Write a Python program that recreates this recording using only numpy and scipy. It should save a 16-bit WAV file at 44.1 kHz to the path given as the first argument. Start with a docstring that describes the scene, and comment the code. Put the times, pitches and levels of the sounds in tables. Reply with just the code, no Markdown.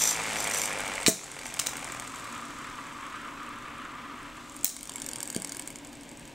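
"""A ventilation fan drones in a workshop; close by, an air-powered palm sander coasts down in a gloved hand.
At first its off-centre pad hums (sines) and rattles twice a turn (pulsed noise), with scrapes of metal.
The pad freewheels more slowly than the shaft; its loose bearing soon ticks three times a turn (struck modes).
Clacks and a thump follow as the tool is turned over, then the balls roll on with a smooth whirr.
Late on, the slow pad grumbles in its housing, among more clacks, ticks and a last thump."""
import sys
import numpy as np
from scipy import signal
from scipy.fft import rfft, irfft, next_fast_len
from scipy.io import wavfile
from scipy.ndimage import uniform_filter1d, map_coordinates

SR = 44100
rng = np.random.default_rng(int(sys.argv[2]) if len(sys.argv) > 2 else 0)


def dump(signal):
    """Clip the signal to [-1, 1] and save it as 16-bit WAV at the path in sys.argv[1]."""
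    limited = np.clip(np.atleast_2d(signal).T, -1, 1)
    pcm = np.round(limited * 32767).astype(np.int16)
    wavfile.write(sys.argv[1], SR, pcm)


N = 279594

# dry rubbing in the bearing, before each layer's trim: (time [s], level [dB])
DRY_RUB = [(0, -37.5), (.85, -46), (1.3, -47), (2.4, -51), (4, -60), (4.8, -52.5), (5.6, -54), (5.8, -58.5),
           (6.34, -59.5)]
# colour of metal hissing on metal: (frequency [Hz], density [dB per Hz])
HISS_COLOUR = [(2060, -31), (3500, 3), (4290, -1.5), (4750, -2), (6910, 0), (7900, 2), (9810, -11),
               (10800, -9), (11700, -16), (12400, -22), (13600, -12), (16000, -41)]
# resonances of the loose bearing: (frequency [Hz], width [Hz], level [dB])
BEARING_MODES = [(1010, 240, -8), (1630, 136, -3.5), (2210, 77, 1.5), (3210, 340, -4.5), (4660, 190, -1.5),
                 (5350, 480, -6.5), (6990, 420, 3.5), (7580, 245, 6.5), (8320, 780, 4), (9720, 710, -2),
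                 (12020, 890, -13), (13500, 130, -8), (14500, 330, -14)]
# dull bumps of the tool's body: (time [s], peak before trim [dB], softness: loss above lowest mode [dB/octave])
BUMPS = [(1.0814, -9, -2.5), (5.3628, -19, 3.5)]


def amp(db):
    """Decibels to gain."""
    return 10 ** (np.asarray(db) / 20)


def unit(x):
    """Scale to rms 1."""
    return x / np.sqrt(np.mean(x ** 2) + 1e-20)


def spread(*shape):
    """Normal chance, clipped to avoid extreme draws."""
    return np.clip(rng.standard_normal(shape or None), -1.5, 1.5)


def along(points, hz):
    """(Hz, value) points read on a log frequency axis."""
    f, v = np.transpose(points)
    return np.interp(np.log(hz + 1), np.log(f + 1), v)


def curve(rows):
    """(s, value) rows as one value per sample."""
    return np.interp(np.arange(N) / SR, *np.transpose(rows))


def level(rows, fade=0.36):
    """Gain of a dB curve that fades away outside its span, with a time constant of fade seconds."""
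    t = np.arange(N) / SR
    outside = np.maximum(rows[0][0] - t, 0) + np.maximum(t - rows[-1][0], 0)
    return amp(curve(rows)) * np.exp(-outside / fade)


def wobble(rate):
    """A smooth random curve, rate knots a second."""
    knots = rng.standard_normal(int(N * rate / SR) + 4)
    return map_coordinates(knots, [np.arange(N) * rate / SR])


def wavering(x, depth, rate):
    """x with its pitch straying by the share depth, rate knots a second."""
    position = np.cumsum(1 + depth * wobble(rate))
    return map_coordinates(x, [position], mode="mirror")


def filtered(x, response):
    """x times a response of frequency."""
    size = next_fast_len(N + SR // 2)
    hz = np.fft.rfftfreq(size, 1 / SR)
    return irfft(rfft(x, size) * response(hz), size)[..., :N]


def rush(shape, drive=1):
    """Noise, shaken by drive, through a spectrum; rms 1."""
    noise = drive * rng.standard_normal(N)
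    return unit(filtered(noise, lambda hz: amp(along(shape, hz))))


def ringing(modes, f):
    """Response of (Hz, width, dB) resonances, summed with alternating sign."""
    response = 0
    for k, (centre, width, db) in enumerate(modes):
        damping = 1j * f * width
        response = response + (-1) ** k * amp(db) * damping / (centre * centre - f * f + damping)
    return response


def blow(gain, life, size=4096):
    """One short gritty contact through a causal colour, scaled to a peak of about 1."""
    u = np.arange(size) / SR / life
    grit = rng.standard_normal(size) * u * np.exp(-u)
    # folding the cepstrum forward gives the colour minimum phase, so nothing sounds early
    cepstrum = irfft(np.log(np.abs(gain(np.fft.rfftfreq(size, 1 / SR))) + 1e-6))
    colour = np.exp(rfft(2 * cepstrum[:size // 2], size))
    hit = irfft(rfft(grit) * colour)
    return hit / np.linalg.norm(hit) * np.sqrt(life * SR / 2)


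def add(track, s, sound):
    """Mix a sound into a track at s seconds."""
    part = track[max(round(s * SR), 0):][:len(sound)]
    part += sound[:len(part)]


def speed():
    """Turns a second of the shaft, coasting down exponentially under drag."""
    start_speed, drag_per_s = 56.4, .164  # turns a second, decay rate
    return start_speed * np.exp(-drag_per_s * np.arange(N) / SR)


def turns():
    """Shaft angle in turns."""
    return np.cumsum(speed()) / SR


def contacts(per_turn, life, scatter_db, jitter):
    """Envelope of contacts tied to the shaft, each with its own strength and slight time shift."""
    at = np.flatnonzero(np.diff(np.floor(per_turn * turns())))
    chance = spread(len(at), 2)
    at = np.clip(at + jitter * SR * chance[:, 0], 0, N - 1).astype(int)
    strikes = np.bincount(at, amp(scatter_db * chance[:, 1]), N)
    u = np.arange(SR // 20) / SR / life
    return unit(signal.fftconvolve(strikes, u * np.exp(-u))[:N])


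def fan(fan_db=-49.5, drift=0.58):
    """Ventilation: moving air as a low noise drone, with two tones unsteady in level and phase."""
    # colour of the drone: (frequency [Hz], density [dB per Hz])
    drone_colour = [(20, -11.5), (35, -6.5), (80, -12.5), (140, -7), (195, -11), (232, 4.5), (260, 0),
                    (300, -1), (420, -14.5), (900, -12.5), (1400, -29), (2200, -13.5), (5000, -27.5),
                    (16000, -39)]
    # the tones: (frequency [Hz], mean level [dB])
    fan_tones = [(284, -57.5), (568, -63.5)]
    t = np.arange(N) / SR
    sound = amp(fan_db) * rush(drone_colour)
    for hz, db in fan_tones:
        phase = 2 * np.pi * hz * t + drift * wobble(8.2)
        sound += amp(db + wobble(4.54)) * np.sin(phase)
    return sound


def hum(gain_db=-4, waver_db=1.5):
    """The off-centre pad shakes the tool at the shaft's first orders."""
    # unbalance before trim: (time [s], level [dB])
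    unbalance = [(0, -47), (.3, -47.5), (1, -56), (1.9, -54.5), (2.2, -63)]
    # mean strength at 1, 2, 3, .. times the shaft speed: level [dB]
    order_levels = [-1, -5.5, 3, -3.5, -5, -12]
    angle = 2 * np.pi * turns()
    tone = np.zeros(N)
    for order, db in enumerate(order_levels, start=1):
        phase = order * angle + rng.uniform(0, 2 * np.pi)
        tone += amp(db + waver_db * wobble(4.96)) * np.sin(phase)
    return amp(gain_db) * level(unbalance) * tone


def rattle(gain_db=1, even_speed=50, fade_speed=7, far_side=0.93):
    """The pad knocks across its play twice a turn; as it slows, one side knocks harder."""
    # the pad's play before trim: (time [s], level [dB])
    play = [(0, -37), (1.03, -39), (1.15, -47.5), (1.4, -42.5), (1.95, -43.5), (2.1, -50.5), (2.3, -53.5)]
    # colour of the knocking: (frequency [Hz], density [dB per Hz])
    knock_colour = [(88, -32), (150, -9), (189, -6), (289, -11), (350, -4), (386, 0.5), (833, 5),
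                    (1090, 2.5), (1200, 3), (1770, 2), (2230, 6), (4120, -12.5), (8410, -10.5),
                    (10600, -22), (15000, -35)]
    rub = .4  # steady rubbing beside the knocks
    lopsided = np.clip((even_speed - speed()) / fade_speed, 0, 1)
    both = contacts(2, life=0.0021, scatter_db=1.5, jitter=0.00046)
    one = contacts(1, life=0.0018, scatter_db=3.5, jitter=0.0011)
    knocks = (1 - lopsided * (1 - far_side)) * both + lopsided * one
    drive = np.hypot(knocks / (1 + far_side * lopsided), rub)
    return amp(gain_db) * level(play) * rush(knock_colour, drive)


def scrape(gain_db=0, rub=1.0, hiss_db=-8, attack=.012, release=0.029):
    """Metal brushes metal, pulsing once a turn; it hisses and rings the steel parts."""
    # spells of scraping, before each trim: (start [s], length [s], level [dB])
    scrape_spells = [(0, .105, -25.5), (.385, .06, -38.5), (0.538, 0.12, -36), (1.456, 0.012, -42.5)]
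    # resonances of the steel: (frequency [Hz], width [Hz], level [dB])
    steel_modes = [(4560, 270, -11.5), (5990, 250, 2), (7420, 155, 2.5), (8970, 200, -3),
                   (9620, 300, -11.5), (11800, 890, -14.5), (14500, 250, -14)]
    t = np.arange(N) / SR
    touch = np.zeros(N)
    for start, length, db in scrape_spells:
        rise = np.minimum(t - start, 0) / attack
        fall = np.maximum(t - start - length, 0) / release
        touch += amp(db) * np.exp(rise - fall)
    strokes = np.hypot(contacts(1, life=.002, scatter_db=1.5, jitter=.001), rub)
    ring = unit(filtered(strokes * rng.standard_normal(N), lambda hz: ringing(steel_modes, hz)))
    hiss = rush(HISS_COLOUR, strokes)
    return touch * (amp(gain_db) * ring + amp(hiss_db) * hiss)


def bearing(whirr_db=1, hiss_db=-1, grumble_db=1, grain_db=1.5):
    """A grainy dry hiss, the whirr of freely rolling balls, then the slow pad grumbling in its housing."""
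    # free rolling, before trim: (time [s], level [dB])
    whirr_level = [(1.95, -46.5), (2.25, -42.5), (4.15, -44.5), (4.45, -49), (4.65, -56), (6.34, -69)]
    # colour of the whirr: (frequency [Hz], density [dB per Hz])
    whirr_colour = [(400, -16.5), (820, -21), (960, -3.5), (1070, -5), (1190, 2.5), (1320, -3.5),
                    (1500, -7.5), (2300, -12.5), (3200, -17), (4500, -31), (9000, -55)]
    # the grumbling pad, before trim: (time [s], level [dB])
    grumble_level = [(4.7, -78), (4.9, -51), (5.5, -53), (5.8, -57.5), (6.34, -56.5)]
    # colour of the grumble: (frequency [Hz], density [dB per Hz])
    grumble_colour = [(250, 0), (380, 6), (600, 4.5), (780, -4), (950, 8), (1250, -10), (1600, 5.5),
                      (2200, -4.5), (3000, -2), (4000, -24), (4600, -9), (5500, -26), (8000, -35)]
    hiss = rush(HISS_COLOUR, amp(grain_db * wobble(400)))
    rolling = rush(whirr_colour, amp(2.1 * wobble(130)))
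    whirr = wavering(rolling, depth=.025, rate=12)
    grumble = rush(grumble_colour, amp(2 * wobble(200)))
    sound = amp(hiss_db) * level(DRY_RUB) * hiss
    sound += amp(whirr_db) * level(whirr_level) * whirr
    return sound + amp(grumble_db) * level(grumble_level) * grumble


def chatter(gain_db=-6):
    """Fainter ticks once a shaft turn ring the bearing, as strong as it is dry."""
    drive = contacts(1, life=.0005, scatter_db=4, jitter=.002) * rng.standard_normal(N)
    ring = unit(filtered(drive, lambda hz: ringing(BEARING_MODES, hz)))
    return amp(gain_db) * level(DRY_RUB) * ring


def catches(scatter_db=1.05):
    """(s, dB) of each catch of the bearing as the freewheeling pad turns."""
    # spells of ticking: (start [s], end [s], first turn [s], each turn longer by [s],
    # stretch of the catches' spacing [ratio], second catch [dB], third catch [dB])
    tick_spells = [ (.164, .66, .0682, .00072, 1.26, 1, -2), (.7295, 1.04, .0741, .00066, 1.2, -14, -4),
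                   (1.2413, 2.12, .0743, .0003, .88, -9, -10), (2.1585, 3.05, .0842, .00048, .88, -6, -6),
                   (4.4965, 5.01, .0683, -.0008, 1.05, -8, -7), (5.0185, 5.64, .0695, .00072, 1, -8, -2),
                   (5.675, 5.8, .0825, 0, .95, -5, -14), (5.848, 6.3, .081, 0, .8, -1, -9)]
    # how hard the bearing catches as the tool is tilted, before trim: (time [s], peak [dB])
    catch_force = [(.16, -29), (.58, -13.5), (.75, -21), (1.3, -22), (1.54, -19.5), (2, -22.5), (2.5, -43),
                   (3, -42), (4.5, -30.5), (4.8, -18.5), (5.25, -17.5), (5.65, -19), (5.9, -33.5)]
    # where the bearing catches in each turn, before the stretch: place [share of the turn]
    catch_places = [0, .36, .64]
    for start, end, turn_s, longer_s, stretch, second_db, third_db in tick_spells:
        turn_start = start
        while turn_start < end:
            for share, db in zip(catch_places, [0, second_db, third_db]):
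                s = turn_start + stretch * share * turn_s
                if s < end:
                    force_db = np.interp(s, *np.transpose(catch_force))
                    yield s, force_db + db + scatter_db * spread()
            turn_start += turn_s
            turn_s += longer_s


def tick(life, vary_db):
    """One contact rings the bearing's modes at new strengths."""
    modes = [(hz, width, db + vary_db * spread()) for hz, width, db in BEARING_MODES]
    return blow(lambda hz: ringing(modes, hz), life)


def ticks(gain_db=-2, life=0.00074, vary_db=3, bounce_db=-11, bounce_time=.011):
    """At each catch, loose bearing parts drop against each other and bounce once."""
    jolt_s, jolt_db = .015, 2  # a bump sets off at once a catch due this soon, and harder
    track = np.zeros(N)
    for s, db in catches():
        for bump_s, _, _ in BUMPS:
            if 0 < s - bump_s < jolt_s:
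                s, db = bump_s, db + jolt_db
        add(track, s, amp(db + gain_db) * tick(life, vary_db))
        bounce_s = s + bounce_time * rng.uniform(0.1, 1)
        add(track, bounce_s, amp(db + gain_db + bounce_db) * tick(life, vary_db))
    return track


def clack(body_db, edge_db, life):
    """One hard contact, with its share of body and of bright edge."""
    # colour of the contact: (frequency [Hz], density [dB per Hz])
    clack_colour = [(300, -10), (1500, -3), (2300, 4), (3000, 6), (4000, 6.5), (4900, -2), (6300, 0.5),
                    (7500, 4), (9500, -1.5), (10600, -3), (12500, -0.5), (14200, -1), (15500, 3)]
    tilt = [(1000, body_db / 2), (3500, body_db), (5800, 0), (9500, 0), (11000, edge_db)]  # (Hz, dB)
    strength = np.sqrt(1 + amp(body_db) ** 2 + amp(edge_db) ** 2)
    return strength * blow(lambda hz: amp(along(clack_colour, hz) + along(tilt, hz)), life)


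def steel_ring(t60=0.64, size=SR // 2):
    """Many close steel modes sing on after a blow and blur into a bright hiss."""
    # colour of the afterglow: (frequency [Hz], density [dB per Hz])
    glow_colour = [(2500, -33), (4000, -6), (4700, -13), (5500, -6), (6400, -4), (7500, -4), (8200, -9),
                   (9300, -7), (10500, -22), (13800, -25), (16000, -35)]
    colour = amp(along(glow_colour, np.fft.rfftfreq(size, 1 / SR)))
    glow = unit(irfft(rfft(rng.standard_normal(size)) * colour, size))
    return glow * amp(-60 * np.arange(size) / SR / t60)


def clacks(gain_db=0, life=0.0011):
    """Lever and hose coupling chatter at widening gaps; each contact leaves the steel ringing."""
    # quick runs of contacts: (time [s], contacts [count], first gap [s], first level [dB],
    # change per contact [dB], first body [dB], edge [dB], afterglow against the contact [dB])
    clack_runs = [ (1.0632, 3, .0058, -10, 1, 1.5, -16, -31), (1.0809, 4, .005, -6.5, -1.5, -16, -9.5, -30),
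                  (1.592, 2, .004, -16.5, 6, -6, -13, -38), (1.6628, 2, .0056, -21.5, 9, -3.5, -13, -38),
                  (4.6444, 1, 0, -9, 0, -16, 1, -30), (4.654, 4, .0115, -17.5, -1.5, -12.5, -10, -28)]
    gap_growth, body_step_db = 1.1, -5  # each gap over the one before; body change per contact
    track = np.zeros(N)
    for s, count, gap, first_db, step_db, body_db, edge_db, ring_db in clack_runs:
        for k in range(round(count)):
            db = first_db + k * step_db
            contact = clack(body_db + k * body_step_db, edge_db, life)
            add(track, s, amp(db + gain_db) * contact)
            add(track, s, amp(db + ring_db) * steel_ring())
            s += gap * gap_growth ** k
    return track


def thumps(gain_db=-3, attack=0.0014, cut_hz=100):
    """A bump rings the body's damped modes: a quick low push, more hollow when the contact is firm."""
    # modes of the body: (frequency [Hz], level [dB], t60 [s])
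    body_modes = [(187, -18, 0.29), (231, -1.5, 0.051), (293, 8, 0.022), (364, -4.5, 0.048),
                  (428, -9.5, 0.073), (651, -13.5, 0.16), (1750, -26, 0.12), (1980, -24, 0.091)]
    track, t = np.zeros(N), np.arange(SR // 3) / SR
    for s, db, softness in BUMPS:
        for hz, mode_db, t60 in body_modes:
            soft_db = softness * np.log2(hz / body_modes[0][0])
            start_db = db + gain_db + mode_db + rng.normal(0, 1) - soft_db
            ring = amp(start_db - 60 * t / t60) * np.sin(2 * np.pi * hz * t)
            add(track, s, ring * (1 - np.exp(-t / attack)))
    # a body this small radiates no deep bass
    return signal.sosfilt(signal.butter(2, cut_hz, "high", fs=SR, output="sos"), track)


def room(x, wet_db):
    """Direct sound in the middle, plus the workshop's decaying noise tail, a little wide."""
    # decay of the workshop: (frequency [Hz], t60 [s])
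    room_decay = [(100, 0.21), (500, 0.62), (2000, 0.27), (6500, 0.27), (15000, 0.26)]
    # width of the room's answer: (frequency [Hz], side level [dB])
    room_width = [(30, -5), (125, -17), (500, -5.5), (4000, -9.5), (8000, -16), (13000, -19.5)]
    hz, t, z = signal.stft(rng.standard_normal((2, SR // 2)), SR, nperseg=256)
    decay = amp(-60 * t / along(room_decay, hz)[:, None])
    tail = signal.istft(z * decay, SR, nperseg=256)[1]
    # the tail starts 1/300 s after the direct sound
    tail = np.pad(tail / np.linalg.norm(tail[0]), ((0, 0), (SR // 300, 0)))
    mid, side = amp(wet_db) * signal.fftconvolve(x[None], tail, axes=1)[:, :N]
    side = filtered(side, lambda hz: amp(along(room_width, hz)))
    return x + np.array([mid + side, mid - side])


def gain_control(x, threshold_db=-21, slope=0.5, recovery_db=11, attack=0.017):
    """Loud hits push the gain down; it creeps back by recovery_db a second."""
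    t = np.arange(N) / SR
    power = np.abs(uniform_filter1d(x.mean(0) ** 2, size=64))
    loud_db = 10 * np.log10(power + 1e-12)
    cut = slope * np.maximum(loud_db - threshold_db, 0)
    held = np.maximum.accumulate(cut + recovery_db * t) - recovery_db * t
    keep = np.exp(-1 / (attack * SR))
    return x * amp(-signal.lfilter([1 - keep], [1, -keep], held))


def scene():
    """The sander close by and the fan behind it, each layer with its own share of room."""
    mix = room(fan(), wet_db=-6)
    running = hum() + rattle() + scrape() + bearing() + chatter()
    mix += room(running, wet_db=-10.5)
    mix += room(ticks(), wet_db=-14.0)
    mix += room(clacks(), wet_db=-7.0)
    return mix + room(thumps(), wet_db=-16.5)


def record(dry):
    """Two slightly unlike microphone ports, automatic gain and the band limit."""
    # balance of the ports: (frequency [Hz], left over right [dB])
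    port_balance = [(100, .1), (500, 0.48), (2500, 0.37), (3400, 0.73), (4200, 1.1), (4800, .1), (8200, .1),
                    (8800, 1.2), (12500, .1)]
    # phase between the ports: (frequency [Hz], left lags by [radians])
    port_lag = [(100, 0), (700, 0), (3200, 0.18), (4400, 0), (7500, 0), (8500, 0.38), (10500, 0.096)]
    top_hz = 15800
    sides = np.array([[.5], [-.5]])  # each port takes half the difference

    def ports(hz):
        """Gain and phase of the left and right port."""
        return amp(sides * along(port_balance, hz)) * np.exp(-1j * sides * along(port_lag, hz))

    pair = gain_control(filtered(dry, ports))
    return filtered(pair, lambda hz: np.clip((top_hz - hz) / 400 + .5, 0, 1))


dry = scene()
out = record(dry)
dump(out)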